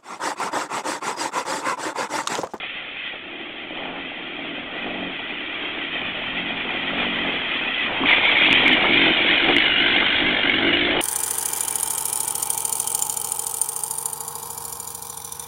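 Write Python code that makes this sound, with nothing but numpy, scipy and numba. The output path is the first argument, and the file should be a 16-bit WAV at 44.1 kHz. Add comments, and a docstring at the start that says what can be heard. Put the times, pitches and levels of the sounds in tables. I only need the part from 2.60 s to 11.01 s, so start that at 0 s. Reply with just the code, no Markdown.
"""A single-cylinder quad bike mutters across a muddy pond, then pulls away and wades toward the listener.
Its firings ring the silencer, the wheels push a gurgling bow wave and drops patter over hissing spray.
The viewpoint jumps beside the bike: the note is muddier, gas rasps and bodywork colours the hiss, amid
mud slaps, short squeal-like rings near 2.1 kHz and brief overload ticks.
The bike then turns its tail, so gas takes over the hiss, and a few barks crack out as it churns away."""
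import sys
import numpy as np
from scipy import signal
from scipy.fft import rfft, irfft, next_fast_len
from scipy.io import wavfile
from scipy.ndimage import uniform_filter1d
from numba import njit

SR = 44100
rng = np.random.default_rng(int(sys.argv[2]) if len(sys.argv) > 2 else 0)


def to_wav(s):
    """Save 16-bit WAV."""
    ch = np.atleast_2d(s).T  # columns
    pcm = np.round(np.clip(ch, -1, 1) * 32767)  # PCM
    wavfile.write(sys.argv[1], SR, pcm.astype(np.int16))


N = 370881
TIME = np.arange(N) / SR


def undb(db):
    """Decibels to gain."""
    return 10 ** (np.asarray(db) / 20)


def unit(x):
    """Scale to rms 1."""
    return x / np.sqrt(np.mean(x ** 2))


def curves(table):
    """Each column of a table, after its time column, as a value per sample."""
    time_s, *columns = np.transpose(table)
    return [np.interp(TIME, time_s, column) for column in columns]


def noise():
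    """White noise."""
    return rng.standard_normal(N)


def walk(rate_hz):
    """Slow random drift at rms 1: random steps at this rate, smoothed twice."""
    step = int(SR / rate_hz)
    held = np.repeat(noise()[:N // step + 1], step)
    smooth = uniform_filter1d(uniform_filter1d(held, step), step)
    return unit(smooth[:N])


def colour(x, points):
    """Shape a sound with a (freq_hz, level_db) curve, straight in log frequency, then set rms 1."""
    size = next_fast_len(N + 4096)
    freq_hz, level_db = np.transpose(sorted(points))
    bins_hz = np.maximum(np.arange(size // 2 + 1) * SR / size, 1)
    gain = undb(np.interp(np.log(bins_hz), np.log(freq_hz), level_db))
    return unit(irfft(rfft(x, size) * gain, size)[:N])


def blend(a, b, share):
    """Mix two unrelated sounds at constant power; share is that of b."""
    share = np.clip(share, 0, 1)
    return np.sqrt(1 - share) * a + np.sqrt(share) * b


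@njit
def svf(x, hz, width_hz):
    """State-variable band-pass with a moving centre."""
    out, band, low = np.empty(len(x)), 0., 0.
    for i in range(len(x)):
        g, damping = np.tan(np.pi * hz[i] / SR), width_hz / hz[i]
        v = (band + g * (x[i] - low)) / (1 + g * (g + damping))
        band, low, out[i] = 2 * v - band, low + 2 * g * v, damping * v
    return out


def resonate(x, hz, width_hz):
    """One resonance, fixed or moving, gain 1 at its centre."""
    return svf(x + 1e-18, hz * np.ones(N), float(width_hz))


def low_pass(x, hz):
    """A steep low-pass."""
    return signal.sosfilt(signal.ellip(10, .2, 80, hz, fs=SR, output="sos"), x)


def bubbles(low_hz, high_hz, cycles, glide, spread_db, count):
    """Many short rings that rise in pitch as they die; a few are much louder than the rest."""
    out = np.zeros(N + SR)
    for when, pitch, size, life in rng.random((count, 4)):
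        hz = low_hz * (high_hz / low_hz) ** pitch
        length = min(int(cycles * (.5 + life) * SR / hz), SR)
        age, start = np.arange(length) / length, int(when * N)  # age runs 0-1
        tone = np.sin(2 * np.pi * hz * length / SR * age * (1 + glide * age / 2))
        level_db = -spread_db * np.log(max(size, np.exp(-5)))
        out[start:start + length] += undb(level_db) * np.sqrt(hz) * tone * np.exp(-np.log(100) * age)
    return unit(out[:N])


def ring(start_s, hz, decay_s):
    """A quickly swelling, dying oscillation, at peak 1."""
    out, start = np.zeros(N + SR), int(start_s * SR)
    age_s = np.arange(SR // 10) / SR
    swell = 1 - np.exp(-age_s / 0.00023)
    out[start:start + len(age_s)] = np.sin(2 * np.pi * hz * age_s) * np.exp(-age_s / decay_s) * swell
    return out[:N] / np.abs(out).max()


def swells(rows, attack_s, release_s):
    """Gain in dB over time: each (start_s, length_s, gain_db) row rises, holds and falls back."""
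    total_db = np.zeros(N)
    for start_s, length_s, gain_db in rows:
        rise = (TIME - start_s) / attack_s
        fall = 1 - (TIME - start_s - length_s) / release_s
        total_db += gain_db * np.clip(np.minimum(rise, fall), 0, 1)
    return total_db


def close_up():
    """0 while the bike is heard across the pond, 1 once the viewpoint has jumped beside it."""
    view_change_s, fade_s = 5.46, 0.0085
    return np.clip(.5 + (TIME - view_change_s) / fade_s, 0, 1)


def by_view(far, near):
    """Pass from the distant to the close sound when the viewpoint changes."""
    return blend(far, near, close_up())


def astern(front, rear):
    """A value that slides from its front to its rear setting as the tail swings toward the listener."""
    turn_middle_s, turn_length_s = 6.52, 1.3
    return front + (rear - front) * np.clip(.5 + (TIME - turn_middle_s) / turn_length_s, 0, 1)


# how deep the exhaust outlet sits in the water: time_s, depth (0-1)
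OUTLET_DEPTH = [(0, .3), (.85, 0), (1.45, .65), (1.75, .45), (2.35, .8), (3.1, 0), (3.4, 1), (4.6, .9),
                (6.05, .5), (6.8, 0), (7.7, 0.5), (8.15, .05), (8.41, 0)]


def outlet_depth():
    """Depth of the exhaust outlet, 0 in air to 1 at its deepest."""
    return curves(OUTLET_DEPTH)[0]


# engine speed: time_s, firing_rate_hz
ENGINE_SPEED = [(0, 35.3), (.5, 29.7), (.95, 40), (1.12, 38.6), (1.38, 47), (1.6, 34.8), (1.92, 42.6),
                (2.08, 41), (2.26, 49.6), (2.48, 45.4), (2.6, 38.3), (2.88, 34.7), (3.44, 44), (3.61, 41.8),
                (3.82, 45.8), (4.03, 43), (4.26, 44.4), (4.38, 48.8), (4.78, 43), (5.08, 33), (5.38, 30.5),
                (5.65, 49), (5.88, 53.6), (6.18, 51), (6.65, 41.8), (7, 52.5), (7.17, 49.3), (7.62, 49.7),
                (7.94, 45.4), (8.15, 49.8), (8.41, 51.8)]


def firing_rate():
    """Firings per second."""
    return curves(ENGINE_SPEED)[0]


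def revs():
    """Engine speed in octaves above a 45 Hz cruise."""
    return np.log2(firing_rate() / 45)


# how far away the bike is: time_s, distance_m
BIKE_DISTANCE = [(0, 41), (.75, 29.6), (1.3, 23.4), (2.1, 19.5), (2.9, 14), (3.6, 12), (4.5, 8.46),
                 (5.45, 6.34), (5.47, 3.5), (6, 2.35), (6.6, 3.75), (7.4, 3.65), (8.41, 5.55)]


def distance():
    """Metres from the listener to the bike."""
    return curves(BIKE_DISTANCE)[0]


def loudness(at_1m_db, per_doubling_db, per_octave_db, rear_db):
    """Level in dB: cruising at 1 m, lost per doubling of distance, gained per octave of revs and from behind."""
    return at_1m_db - per_doubling_db * np.log2(distance()) + per_octave_db * revs() + astern(0, rear_db)


# the exhaust blows clear of water and mud and blares: start_s, length_s, gain_db
EXHAUST_BLARES = [(1.6, .45, 3), (2.22, 0.26, 5), (3.72, 0.25, 3), (4.24, 0.48, 3.5), (5.2, 0.25, 3.5),
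                  (5.39, 0.12, 11), (5.83, 0.22, 5.5), (6.04, 0.11, 11.5), (6.27, 0.25, 13.5),
                  (6.54, 0.16, 6.5), (6.68, 0.069, 7.5), (6.81, .16, 9), (7.18, .22, 6), (7.59, 0.15, 10),
                  (7.82, .15, 9.5), (7.97, .14, 13), (8.11, .35, 10)]


def blare_db():
    """Extra level of the exhaust while it blows clear."""
    return swells(EXHAUST_BLARES, attack_s=0.025, release_s=0.015)


# low rumble of the moving machine and air: freq_hz, level_db
RUMBLE_SPECTRUM = [(15, -5), (30, 0.5), (60, -1), (110, 1.5), (170, 0.5), (300, -2.5), (700, -46)]


def rumble():
    """The machine shakes air and water as low noise, strongest when it wades deep or blares."""
    level_db = loudness(at_1m_db=-44, per_doubling_db=2.5, per_octave_db=5, rear_db=4)
    effort_db = 5 * outlet_depth() + 0.55 * blare_db()
    return undb(level_db + effort_db + 1.1 * walk(9.7)) * colour(noise(), RUMBLE_SPECTRUM)


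# the wheels plunge and throw up water: start_s, length_s, spray_gain_db, wave_gain_db
WHEEL_SPLASHES = [(-.02, 0.08, 9, 5.5), (0.091, 0.45, 5.5, 0), (0.519, 0.036, -0.5, 7.5),
                  (1.08, 0.26, 0, 5.5), (1.342, .04, 1, 6.5), (2.252, 0.039, 0.5, 6.5),
                  (3.308, 0.058, 3, 2), (3.4, 0.069, 0, 2.5), (4.373, 0.073, 1.5, 3.5),
                  (4.61, 0.14, 1, 2.5), (5.02, 0.07, 0, 4), (5.27, .18, -2, 5), (5.466, 0.072, 3, 3.5),
                  (5.824, .3, 0, 0), (6.15, 0.13, -2, 4.5), (6.32, .17, 2, 2.5), (6.677, 0.069, 3.5, 3),
                  (6.87, 0.04, 0.5, 8), (6.98, .05, 2, -2.5), (7.257, .08, 2, -1.5),
                  (7.405, 0.022, 0.5, 9.5), (8.067, 0.17, 1.5, -1.5), (8.335, 0.071, -1, 7)]


def splash_spray_db():
    """Extra spray level as the wheels plunge."""
    rows = [(start_s, length_s, spray_db) for start_s, length_s, spray_db, _ in WHEEL_SPLASHES]
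    return swells(rows, attack_s=0.0083, release_s=.05)


def splash_wave_db():
    """Extra bow wave level as the wheels plunge, slower to rise and quicker to fall than the spray."""
    rows = [(start_s, length_s, wave_db) for start_s, length_s, _, wave_db in WHEEL_SPLASHES]
    return swells(rows, attack_s=0.018, release_s=0.026)


# churned muddy water: freq_hz, level_db
SLOSH_SPECTRUM = [(120, -9.5), (250, -0.5), (400, -2.5), (560, 0.6), (800, 2.5), (1000, -8), (1350, -3.5),
                  (1700, -15), (2600, -40.5)]
# froth on the breaking wave: freq_hz, level_db
FROTH_SPECTRUM = [(400, -16), (780, -6), (900, 2), (1080, -0.5), (1400, 1), (1700, -6), (2600, -21.5)]


def bow_wave():
    """Large gurgling bubbles over a surging wash, with froth where the wave breaks."""
    gurgle = bubbles(288, 1600, cycles=5.6, glide=0.085, spread_db=3.5, count=5000)
    wash = noise() * undb(2 * walk(25))
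    slosh = blend(colour(gurgle, SLOSH_SPECTRUM), colour(wash, SLOSH_SPECTRUM), 0.44)
    small_bubbles = bubbles(700, 1900, cycles=9.7, glide=0.059, spread_db=3.0, count=5000)
    # froth loses 1 dB every 2 m, and 9 dB from behind
    froth_db = 0.5 - distance() / 2.0 + astern(0, -9)
    wave = slosh + undb(froth_db) * colour(small_bubbles, FROTH_SPECTRUM)
    level_db = loudness(at_1m_db=-24.5, per_doubling_db=3.5, per_octave_db=3, rear_db=1.5)
    return undb(level_db + splash_wave_db() + 1.1 * walk(14)) * wave


def hollows(x):
    """Close sounds take on the ring of the tailpipe and two drifting resonances, wheel arch and frame."""
    drift = 0.051  # share of pitch
    arch_hz = astern(2330, 2120) * (1 + drift * walk(11))
    frame_hz = 3100 * (1 + drift * walk(11))
    # the arch is hidden from behind; the other openings face the rear
    arch = undb(astern(0, -1.5)) * resonate(x, arch_hz, width_hz=440)
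    frame = undb(astern(-1.5, 5.5)) * resonate(x, frame_hz, width_hz=180)
    tailpipe = undb(astern(-17, -2.5)) * resonate(x, hz=1760, width_hz=180)
    return unit(x + arch + frame + tailpipe)


# spray and gas heard from across the pond: freq_hz, level_db
FAR_SPECTRUM = [(650, -48), (1100, -12), (1390, -7.5), (1700, -8), (1960, 2), (2200, -3.5), (2460, 3),
                (2870, -4.5), (3190, 2), (3480, -5.5), (4380, -35.5), (5690, -62.5), (9640, -120)]
# spray beside the wheels: freq_hz, level_db
NEAR_SPECTRUM = [(650, -28.5), (1100, -12.5), (1320, -34), (1640, -16.5), (1770, -4), (2230, -0.5),
                 (2390, 1), (2730, -5), (3240, -2), (3380, 0), (3620, -7), (4380, -35), (5690, -74.5),
                 (9640, -120)]


def spray():
    """Drops patter on the pond over the hiss of torn water, in uneven sheets."""
    drops = bubbles(1400, 4148, cycles=33, glide=0.013, spread_db=2.5, count=10000)
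    torn_water = noise()
    far = blend(colour(drops, FAR_SPECTRUM), colour(torn_water, FAR_SPECTRUM), 0.83)
    near = blend(colour(drops, NEAR_SPECTRUM), colour(torn_water, NEAR_SPECTRUM), 0.63)
    return by_view(far, hollows(near)) * undb(0.91 * walk(35))


def puff(age_s, rise_s, decay_s, rest):
    """Turbulent gas that bursts out after each firing and dies down to a steady flow."""
    burst = (1 - np.exp(-age_s / rise_s)) * np.exp(-age_s / decay_s)
    return unit(noise() * (rest + burst))


# gas leaving the outlet, heard close up: freq_hz, level_db
GAS_SPECTRUM = [(590, -46.5), (1000, -10), (1240, -15), (1400, -3), (1610, 1.5), (1910, -11.5), (2000, -3),
                (2130, 2.5), (2270, -0.5), (2660, -7), (2880, 3.5), (3080, -4), (3590, -5.5), (4090, -16),
                (4380, -33.5), (5690, -57), (9640, -120)]


def gas(age_s, strength):
    """Each firing spits a rasping burst of gas, as strong as the firing itself."""
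    bursts = strength * puff(age_s, rise_s=.003, decay_s=.0058, rest=.17)
    return by_view(colour(bursts, FAR_SPECTRUM), hollows(colour(bursts, GAS_SPECTRUM)))


def ripples(x, lag_s, sway, rate_hz, gain):
    """An echo off the heaving water; its changing delay slides the bright bands about."""
    lag = lag_s * SR * (1 + sway * walk(rate_hz))
    samples = np.arange(N)
    return unit(x + gain * np.interp(samples - lag, samples, x))


def hiss(age_s, strength):
    """Spray and exhaust gas share the treble, with more gas from behind, and waver off the choppy surface."""
    sizzle = blend(spray(), gas(age_s, strength), astern(0.092, 0.65))
    wavering = ripples(sizzle, lag_s=.0019, sway=.16, rate_hz=14, gain=.38)
    level_db = loudness(at_1m_db=-8.5, per_doubling_db=5.5, per_octave_db=.5, rear_db=-.5)
    return undb(level_db + splash_spray_db()) * wavering


# mud slaps, short squeal-like rings near 2.1 kHz (5.511-5.546 s) and brief overload ticks
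# (5.91-6.08 s, 6.965-6.983 s): start_s, ring_peak_db, pitch_hz, decay_s, thud_db (relative to the ring)
SHORT_HITS = [(4.171, -17, 2400, .002, -8), (5.436, -11, 1090, .0019, -10), (5.511, -6, 2144, .0056, -29),
              (5.528, -6, 2054, .0064, -23), (5.546, -11, 2320, .007, -35.5),
              (5.855, -10, 2630, 0.0051, -11), (5.91, -4, 2840, 0.0014, -12.5),
              (5.928, 1, 2670, 0.00078, -15), (6.08, -3.5, 2340, .002, -15),
              (6.965, -3.1, 2080, .0015, -11), (6.983, -2, 3000, .0015, -16), (7.021, -9, 2280, .0034, -16)]


def short_hits():
    """Slaps, squeal-like rings and ticks: each a short dying ring with a dull low thud beneath it."""
    out = np.zeros(N)
    for start_s, ring_db, pitch_hz, decay_s, thud_db in SHORT_HITS:
        bright = ring(start_s, pitch_hz, decay_s)
        thud = undb(thud_db) * ring(start_s, hz=310, decay_s=0.0086)
        out += undb(ring_db) * (bright + thud)
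    return out


# sharp exhaust barks as the throttle eases: start_s, peak_db, pitch_hz
EXHAUST_BARKS = [(7.854, -13.5, 1570), (7.896, -9.5, 2225), (7.918, -15, 2200), (7.941, -17, 1610)]


def barks():
    """Single hard firings crack out of the tailpipe."""
    return sum(undb(peak_db) * ring(start_s, pitch_hz, decay_s=0.0052)
               for start_s, peak_db, pitch_hz in EXHAUST_BARKS)


def firings(rate_hz, jitter_s, scatter_db):
    """One uneven pulse per engine cycle; also the time since it and its strength."""
    starts = np.flatnonzero(np.diff(np.floor(np.cumsum(rate_hz) / SR), prepend=-1))
    late, strong = rng.standard_normal((len(starts), 2)).T
    starts = np.sort(np.clip(starts + (jitter_s * SR * late).astype(int), 0, N - 1))
    pulses, strength = np.zeros(N), undb(scatter_db * strong)
    pulses[starts] = strength
    last = np.maximum(np.searchsorted(starts, np.arange(N), side="right") - 1, 0)
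    return pulses, np.abs(TIME - TIME[starts[last]]), strength[last]


# higher modes of the exhaust: pitch_hz, width_hz, level_db
HIGHER_MODES = [(357, 140, -12.5), (660, 89, -5.5), (770, 110, -29)]


def silencer(x, width_hz, boom_db):
    """A steep main resonance that sinks as the outlet dips, a low boom and weaker pipe modes."""
    pipe_hz = 326.8 - 74 * outlet_depth()
    main = resonate(resonate(x, pipe_hz, width_hz), pipe_hz, 6.1 * width_hz)
    boom = undb(boom_db) * resonate(resonate(x, 191, 38), 191, 38)
    out = main + boom
    for mode_hz, mode_width_hz, level_db in HIGHER_MODES:
        mode = resonate(resonate(x, mode_hz, mode_width_hz), mode_hz, 3 * mode_width_hz)
        out = out + undb(level_db) * mode
    return out


def chambers(x):
    """The silencer's chambers hold each pulse back near their own pitch, so the beats run together."""
    for hz, width_hz in [(235, 49), (295, 26), (345, 82)]:
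        x = x - 2 * resonate(x, hz, width_hz)  # all-pass: delays without changing the level
    return x


# what the small outlet radiates: freq_hz, level_db
OUTLET_SPECTRUM = [(60, -13), (135, -11.5), (165, 1.5), (350, 2), (490, -7.5), (620, 0), (900, -11)]


def exhaust(pulses, age_s, gargle, boom_db):
    """Firings ring the silencer; water at the outlet turns a share of the clean beats into a gargle."""
    clean = unit(silencer(pulses, width_hz=70, boom_db=boom_db))
    bubbling_gas = puff(age_s, rise_s=.001, decay_s=.016, rest=.11)
    wet = unit(silencer(bubbling_gas, width_hz=120, boom_db=boom_db))
    return colour(chambers(blend(clean, wet, gargle)), OUTLET_SPECTRUM)


def engine(pulses, age_s):
    """The note grows louder and cleaner with revs, is muffled by water and mud, and blares when it blows clear."""
    depth = outlet_depth()
    # revs and blares blow the gargle away, mud adds to it
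    gargle = .21 - .7 * revs() + .3 * close_up() - .018 * blare_db()
    boom_db = -8.5 + 1 * depth + 10 * revs() - 11.5 * close_up()
    # the exhaust only mutters until the bike pulls away at 0.6 s
    idle_db = -4.5 * np.clip((0.6 - TIME) / .04, 0, 1)
    # close up, the outlet is half choked with mud
    muffle_db = -3 * depth - 10 * close_up()
    level_db = loudness(at_1m_db=-22, per_doubling_db=3.5, per_octave_db=9.5, rear_db=3)
    note = exhaust(pulses, age_s, gargle, boom_db)
    return undb(level_db + idle_db + muffle_db + blare_db()) * note


def scene():
    """Rumble, water, short hits and engine, sharing one run of firings and one path of the bike."""
    pulses, age_s, strength = firings(firing_rate(), jitter_s=.0001, scatter_db=1.2)
    background = rumble() + bow_wave() + hiss(age_s, strength)
    foreground = short_hits() + barks() + engine(pulses, age_s)
    return (background + foreground)[None]


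def record(dry):
    """A small pickup rounds the peaks, keeps a narrow band, and clips what still exceeds full scale."""
    band_hz, full_scale, top_hz = 4520, .7, 16000
    narrow = low_pass(np.tanh(dry), band_hz)
    return low_pass(np.clip(narrow, -full_scale, full_scale), top_hz)


dry = scene()
out = record(dry)
to_wav(out)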